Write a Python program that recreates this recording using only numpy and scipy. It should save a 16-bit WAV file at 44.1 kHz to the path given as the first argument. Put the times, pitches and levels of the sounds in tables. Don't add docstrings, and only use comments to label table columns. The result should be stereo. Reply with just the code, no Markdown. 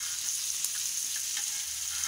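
import sys
import numpy as np
from scipy import signal
from scipy.fft import rfft, irfft, next_fast_len
from scipy.io import wavfile
from scipy.ndimage import uniform_filter1d

SR = 44100
rng = np.random.default_rng(int(sys.argv[2]) if len(sys.argv) > 2 else 0)


def generate_wav(sig):
    pcm = np.round(np.clip(np.atleast_2d(sig).T, -1, 1) * 32767).astype(np.int16)
    wavfile.write(sys.argv[1], SR, pcm)


N = 91375

# time in seconds, level in dB.
SIZZLE_LEVEL = [(0, -33.3), (.15, -35.3), (.33, -33.2), (.62, -33.2), (1.05, -32.8), (1.4, -33.3),
                (1.7, -35), (2.07, -33.9)]
# frequency in Hz, gain in dB.
SIZZLE_COLOUR = [(30, -34), (250, -25), (600, -26), (1000, -20), (1500, -16), (2200, -11.5), (2800, -4),
                 (4000, -2.5), (6500, 0), (8300, -4.5), (9700, -1), (11000, -6), (13500, -14), (15000, -6)]
# start in seconds, ping level in dB, pitch in Hz, crack level in dB.
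LARGE_SPITS = [(0.186, -17, 6370, -42), (.2810, -22, 6300, -34), (.2865, -10, 6070, -28),
               (.2935, -17, 6400, -34), (.3500, -15.5, 7060, -23), (0.502, -12.5, 6280, -21),
               (0.6452, -6.5, 7270, -4), (0.8559, -16, 7100, -18), (0.973, -19, 5600, -17.5),
               (0.979, -17, 6400, -22), (1.027, -18, 6500, -30), (1.045, -17, 6440, -23),
               (1.4381, -18.5, 6600, -33), (2.0364, -10.5, 6200, -28)]
# frequency in Hz, gain in dB.
CRACK_COLOUR = [(40, -24), (200, -20), (600, -15), (1500, -20.5), (3000, -11.5), (5000, 0.5), (7500, 1),
                (10000, 8), (12000, -4), (15000, -6)]
# start in seconds, length in seconds, rasp level in dB, rasp pitch in Hz,
# pan ring level in dB.
SPOON_STROKES = [(0, 0.15, -48.5, 1494, -57), (0.236, .04, -53, 1550, -50), (0.745, 0.02, -44, 1520, -52),
                 (1.035, 0.052, -63, 300, -60), (1.155, 0.008, -41.5, 1620, -45),
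                 (1.367, 0.03, -49, 1830, -41), (1.903, 0.15, -48.5, 1500, -53),
                 (2.045, .03, -44, 1450, -42)]
# start in seconds, strength in dB, contact brightness in Hz.
SPOON_KNOCKS = [(0.9712, 0, 4500), (1.158, 4.5, 1600), (1.3685, 13, 3400), (1.383, 5, 4400)]
# time in seconds, ring level in dB.
DRAG_LEVEL = [(0, -47), (.5, -75), (1.1, -60), (1.45, -50.5), (2.07, -47)]
# frequency in Hz, width in Hz, level in dB.
PAN_MODES = [(280, 110, -12), (830, 15, -6), (987, 20, -10), (1364, 44, -3.5), (1548, 30, -1),
             (1655, 28, -3.5), (1786, 32, -4), (2150, 36, -1.5), (2603, 24, -1.5), (3155, 44, 6.5),
             (3745, 40, -1), (4450, 50, 2)]
# start in seconds, length in seconds, pitch in Hz, level in dB.
PAN_SONGS = [(1.368, .045, 830, -54.5), (1.44, .23, 829, -64), (1.525, .075, 2165, -50),
             (1.51, .12, 1645, -53), (1.68, .24, 727, -68), (1.9, .07, 1385, -48), (1.93, .1, 825, -66),
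             (2.03, .07, 1370, -45)]
# frequency in Hz, gain in dB.
FLAME_COLOUR = [(25, -42), (50, -18), (80, 0), (135, 3), (220, -11), (400, -12.5), (800, -13),
                (2000, -24.5)]
# time in seconds, level in dB.
DRONE_LEVEL = [(0, -70), (.2, -66), (.24, -80), (.53, -66), (.62, -79), (.86, -70), (.96, -76), (1.32, -70),
               (1.48, -80), (1.7, -63), (1.86, -63), (2.04, -58)]
# frequency in Hz, gain in dB.
LEFT_COLOUR = [(200, 0), (2000, -1.5), (3000, -2), (9800, 0), (11500, -8.5), (12500, -5), (13800, -13),
               (15000, -7.5)]
RIGHT_COLOUR = [(200, 2), (1500, 5), (4000, 0), (5000, 1.5), (6000, 8), (6500, 11.5), (7000, 6), (8300, -1),
                (10000, 2), (15000, 3.5)]

TOP_HZ = 15700
BUBBLES_PER_S, BUBBLE_DECAY_S = 9000, 0.00012
BUBBLE_MEAN_DB, BUBBLE_CAP_DB = 4.5, 20.5
PATCHY_DB = 1.02
FLARES_PER_S, FLARE_DB, FLARE_DECAY_S = 45, 4.5, 0.0037
SIZZLE_WET_DB = 3
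SPIT_PEAK_S, CRACK_DECAY_S, SPIT_WET_DB = 0.000415, 0.0005, -9.5
SMALL_SPITS_PER_S, SMALL_SPIT_MAX_DB, SMALL_SPIT_RANGE_DB = 40, -18, 8
SMALL_CRACK_DB = -6
SMALL_SPIT_HZ, SMALL_SPIT_OCTAVES = 6600, 1.3
SPIT_DIRECT_DB, SPIT_ECHO_DB, SPIT_ECHO_S = -3.5, -5.5, 0.000762
STROKE_ATTACK_S, STROKE_RELEASE_S = 0.001, 0.008
RASP_STAGE_WIDTH_HZ = 520
SLIPS_PER_S, SLIP_SPREAD_DB = 4000, 5
KNOCK_WIDTH_RATIO, KNOCK_CLICK_DB = 1.3, -26
DRAG_LOW_HZ = 900
SING_WIDTH_HZ = 9
FLAME_DB, DRONE_HZ, DRONE_WIDTH_HZ = -65, 81, 13
LAG_S, LAG_SCATTER_S = .00102, .00005
ROOM_T60_S, ROOM_GAP_S = 0.21, .002


def sizzle(count=4):
    bubbles = sum(foam(size=count) for _ in range(count))
    return unit(coloured(patchy(bubbles), SIZZLE_COLOUR)) * amp(curve(SIZZLE_LEVEL))


def foam(size):
    u = rng.random((int(BUBBLES_PER_S * N / SR / size), 4))
    t = np.arange(48) / SR
    strength_db = np.minimum(-BUBBLE_MEAN_DB * np.log(1 - u[:, 0]), BUBBLE_CAP_DB)
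    waves = np.cos(2 * np.pi * (TOP_HZ * u[:, 1:2] * t + u[:, 2:3]))
    pings = amp(strength_db)[:, None] * np.exp(-t / BUBBLE_DECAY_S) * waves
    start = u[:, 3] * N
    lag = np.abs(LAG_S + LAG_SCATTER_S * rng.standard_normal(len(u))) * SR

    def placed(first):
        samples = first.astype(int)[:, None] + np.arange(len(t))
        return np.bincount(samples.ravel(), pings.ravel(), N)[:N]
    pair = np.array([placed(start), placed(start + lag)])
    return kitchen(pair * amp(flares()), SIZZLE_WET_DB)


def flares():
    kicks = (rng.random(N) < FLARES_PER_S / SR) * FLARE_DB
    return signal.lfilter([1], [1, -np.exp(-1 / (FLARE_DECAY_S * SR))], kicks)


def patchy(x):
    z = signal.stft(x, nperseg=256)[2]
    field = uniform_filter1d(rng.standard_normal(z.shape[1:]), size=10, axis=0)
    field = uniform_filter1d(field, size=9, axis=1)
    return signal.istft(z * amp(PATCHY_DB * unit(field)), nperseg=256)[1][:, :N]


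def spits():
    pings, cracks = np.zeros(N + SR), np.zeros(N + SR)
    t = np.arange(SR // 100) / SR
    ping_envelope = 0.5 * t / SPIT_PEAK_S * np.exp(1 - t / SPIT_PEAK_S)
    crack_envelope = np.exp(-t / CRACK_DECAY_S)
    for start, ping_db, hz, crack_db in list(LARGE_SPITS) + small_spits():
        first = round(start * SR)
        pings[first:][:len(t)] += amp(ping_db) * np.sin(2 * np.pi * hz * t) * ping_envelope
        cracks[first:][:len(t)] += amp(crack_db) * rng.choice([-1, 1], len(t)) * crack_envelope
    return kitchen(spit_paths(pings[:N] + coloured(cracks[:N], CRACK_COLOUR)), SPIT_WET_DB)


def small_spits():
    u = rng.random((int(SMALL_SPITS_PER_S * N / SR), 3))
    db = SMALL_SPIT_MAX_DB - SMALL_SPIT_RANGE_DB * u[:, 1]
    hz = SMALL_SPIT_HZ * 2 ** (SMALL_SPIT_OCTAVES * (u[:, 2] - .5))
    return list(zip(u[:, 0] * N / SR, db, hz, db + SMALL_CRACK_DB))


def spit_paths(x):
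    left, right = at_mics(x)

    def paths(f):
        return amp(SPIT_DIRECT_DB) + amp(SPIT_ECHO_DB) * delay(f, SPIT_ECHO_S)
    return np.array([left, filtered(right, paths)])


def spoon():
    def rasp(hz):
        return unit(filtered(slips(), lambda f: resonance(f, hz, RASP_STAGE_WIDTH_HZ) ** 3))
    out = sum(amp(db) * stroke(start, length) * rasp(hz) for start, length, db, hz, _ in SPOON_STROKES)
    return kitchen(at_mics(out), wet_db=-7)


def slips():
    return (rng.random(N) < SLIPS_PER_S / SR) * amp(SLIP_SPREAD_DB * rng.standard_normal(N))


def stroke(start, length):
    t = np.arange(N) / SR - start
    return np.clip(t / STROKE_ATTACK_S, 0, 1) * np.exp(-np.maximum(t - length, 0) / STROKE_RELEASE_S)


def knocks():
    def push(f):
        return sum(amp(db) * resonance(f, hz, hz * KNOCK_WIDTH_RATIO) * delay(f, start)
                   for start, db, hz in SPOON_KNOCKS)
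    ring = filtered(signal.unit_impulse(N), lambda f: push(f) * (pan_body(f) + amp(KNOCK_CLICK_DB)))
    return kitchen(at_mics(ring), wet_db=-10)


def pan():
    drag = slips()
    light = filtered(drag, lambda f: 1 / (1 + (DRAG_LOW_HZ / (f + 1)) ** 8))
    pressure = sum(amp(db) * stroke(start, length) for start, length, _, _, db in SPOON_STROKES)
    force = light * amp(curve(DRAG_LEVEL)) + drag * pressure
    ring = filtered(force, pan_body) / np.std(filtered(drag, pan_body))
    return kitchen(at_mics(ring), wet_db=-10.5)


def pan_body(f):
    return sum((-1) ** k * amp(db) * resonance(f, hz, width)
               for k, (hz, width, db) in enumerate(PAN_MODES))


def singing():
    t = np.arange(N) / SR

    def swell(start, length):
        return np.sqrt(np.abs(np.sin(np.pi * np.clip((t - start) / length, 0, 1))))
    return at_mics(sum(amp(db) * swell(start, length) * tone(hz, SING_WIDTH_HZ)
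                       for start, length, hz, db in PAN_SONGS))


def burner():
    noise = coloured(rng.standard_normal(N), FLAME_COLOUR)
    flame = unit(kitchen(at_mics(noise), wet_db=-6))
    drone = tone(DRONE_HZ, DRONE_WIDTH_HZ) * amp(curve(DRONE_LEVEL))
    return amp(FLAME_DB) * flame + at_mics(drone)


def kitchen(pair, wet_db):
    t = np.arange(SR // 2) / SR
    tail = rng.standard_normal((2, len(t))) * amp(-60 * t / ROOM_T60_S) * (t > ROOM_GAP_S)
    tail /= np.linalg.norm(tail[0])
    return pair + amp(wet_db) * signal.fftconvolve(pair, tail, axes=1)[:, :N]


def at_mics(x):
    return np.array([x, filtered(x, lambda f: delay(f, LAG_S))])


def tone(hz, width):
    drift = rng.standard_normal(N) * np.sqrt(2 * np.pi * width / SR)
    line = np.sin(np.cumsum(2 * np.pi * hz / SR + drift))
    return unit(filtered(line, lambda f: resonance(f, hz, hz / 2)))


def resonance(f, hz, width):
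    return 1j * f * width / (hz * hz - f * f + 1j * f * width)


def delay(f, seconds):
    return np.exp(-2j * np.pi * f * seconds)


def coloured(x, points):
    def response(f):
        hz, db = np.transpose(points)
        gain = amp(np.interp(np.log(f + 1), np.log(hz + 1), db))
        cepstrum = irfft(np.log(gain))
        half = len(cepstrum) // 2
        return np.exp(rfft(np.r_[cepstrum[0], 2 * cepstrum[1:half]], len(cepstrum)))
    return filtered(x, response)


def filtered(x, response):
    m = 2 * next_fast_len(N)
    return irfft(rfft(x, m) * response(np.fft.rfftfreq(m, 1 / SR)), m)[..., :N]


def curve(rows):
    return np.interp(np.arange(N) / SR, *np.transpose(rows))


def unit(x):
    return x / np.sqrt(np.mean(x ** 2) + 1e-20)


def amp(db):
    return 10 ** (np.asarray(db) / 20)


def scene():
    return sizzle() + spits() + spoon() + pan() + knocks() + singing() + burner()


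def record(dry):
    pair = np.array([coloured(dry[0], LEFT_COLOUR), coloured(dry[1], RIGHT_COLOUR)])
    return filtered(pair, lambda f: f < TOP_HZ)


dry = scene()
out = record(dry)
generate_wav(out)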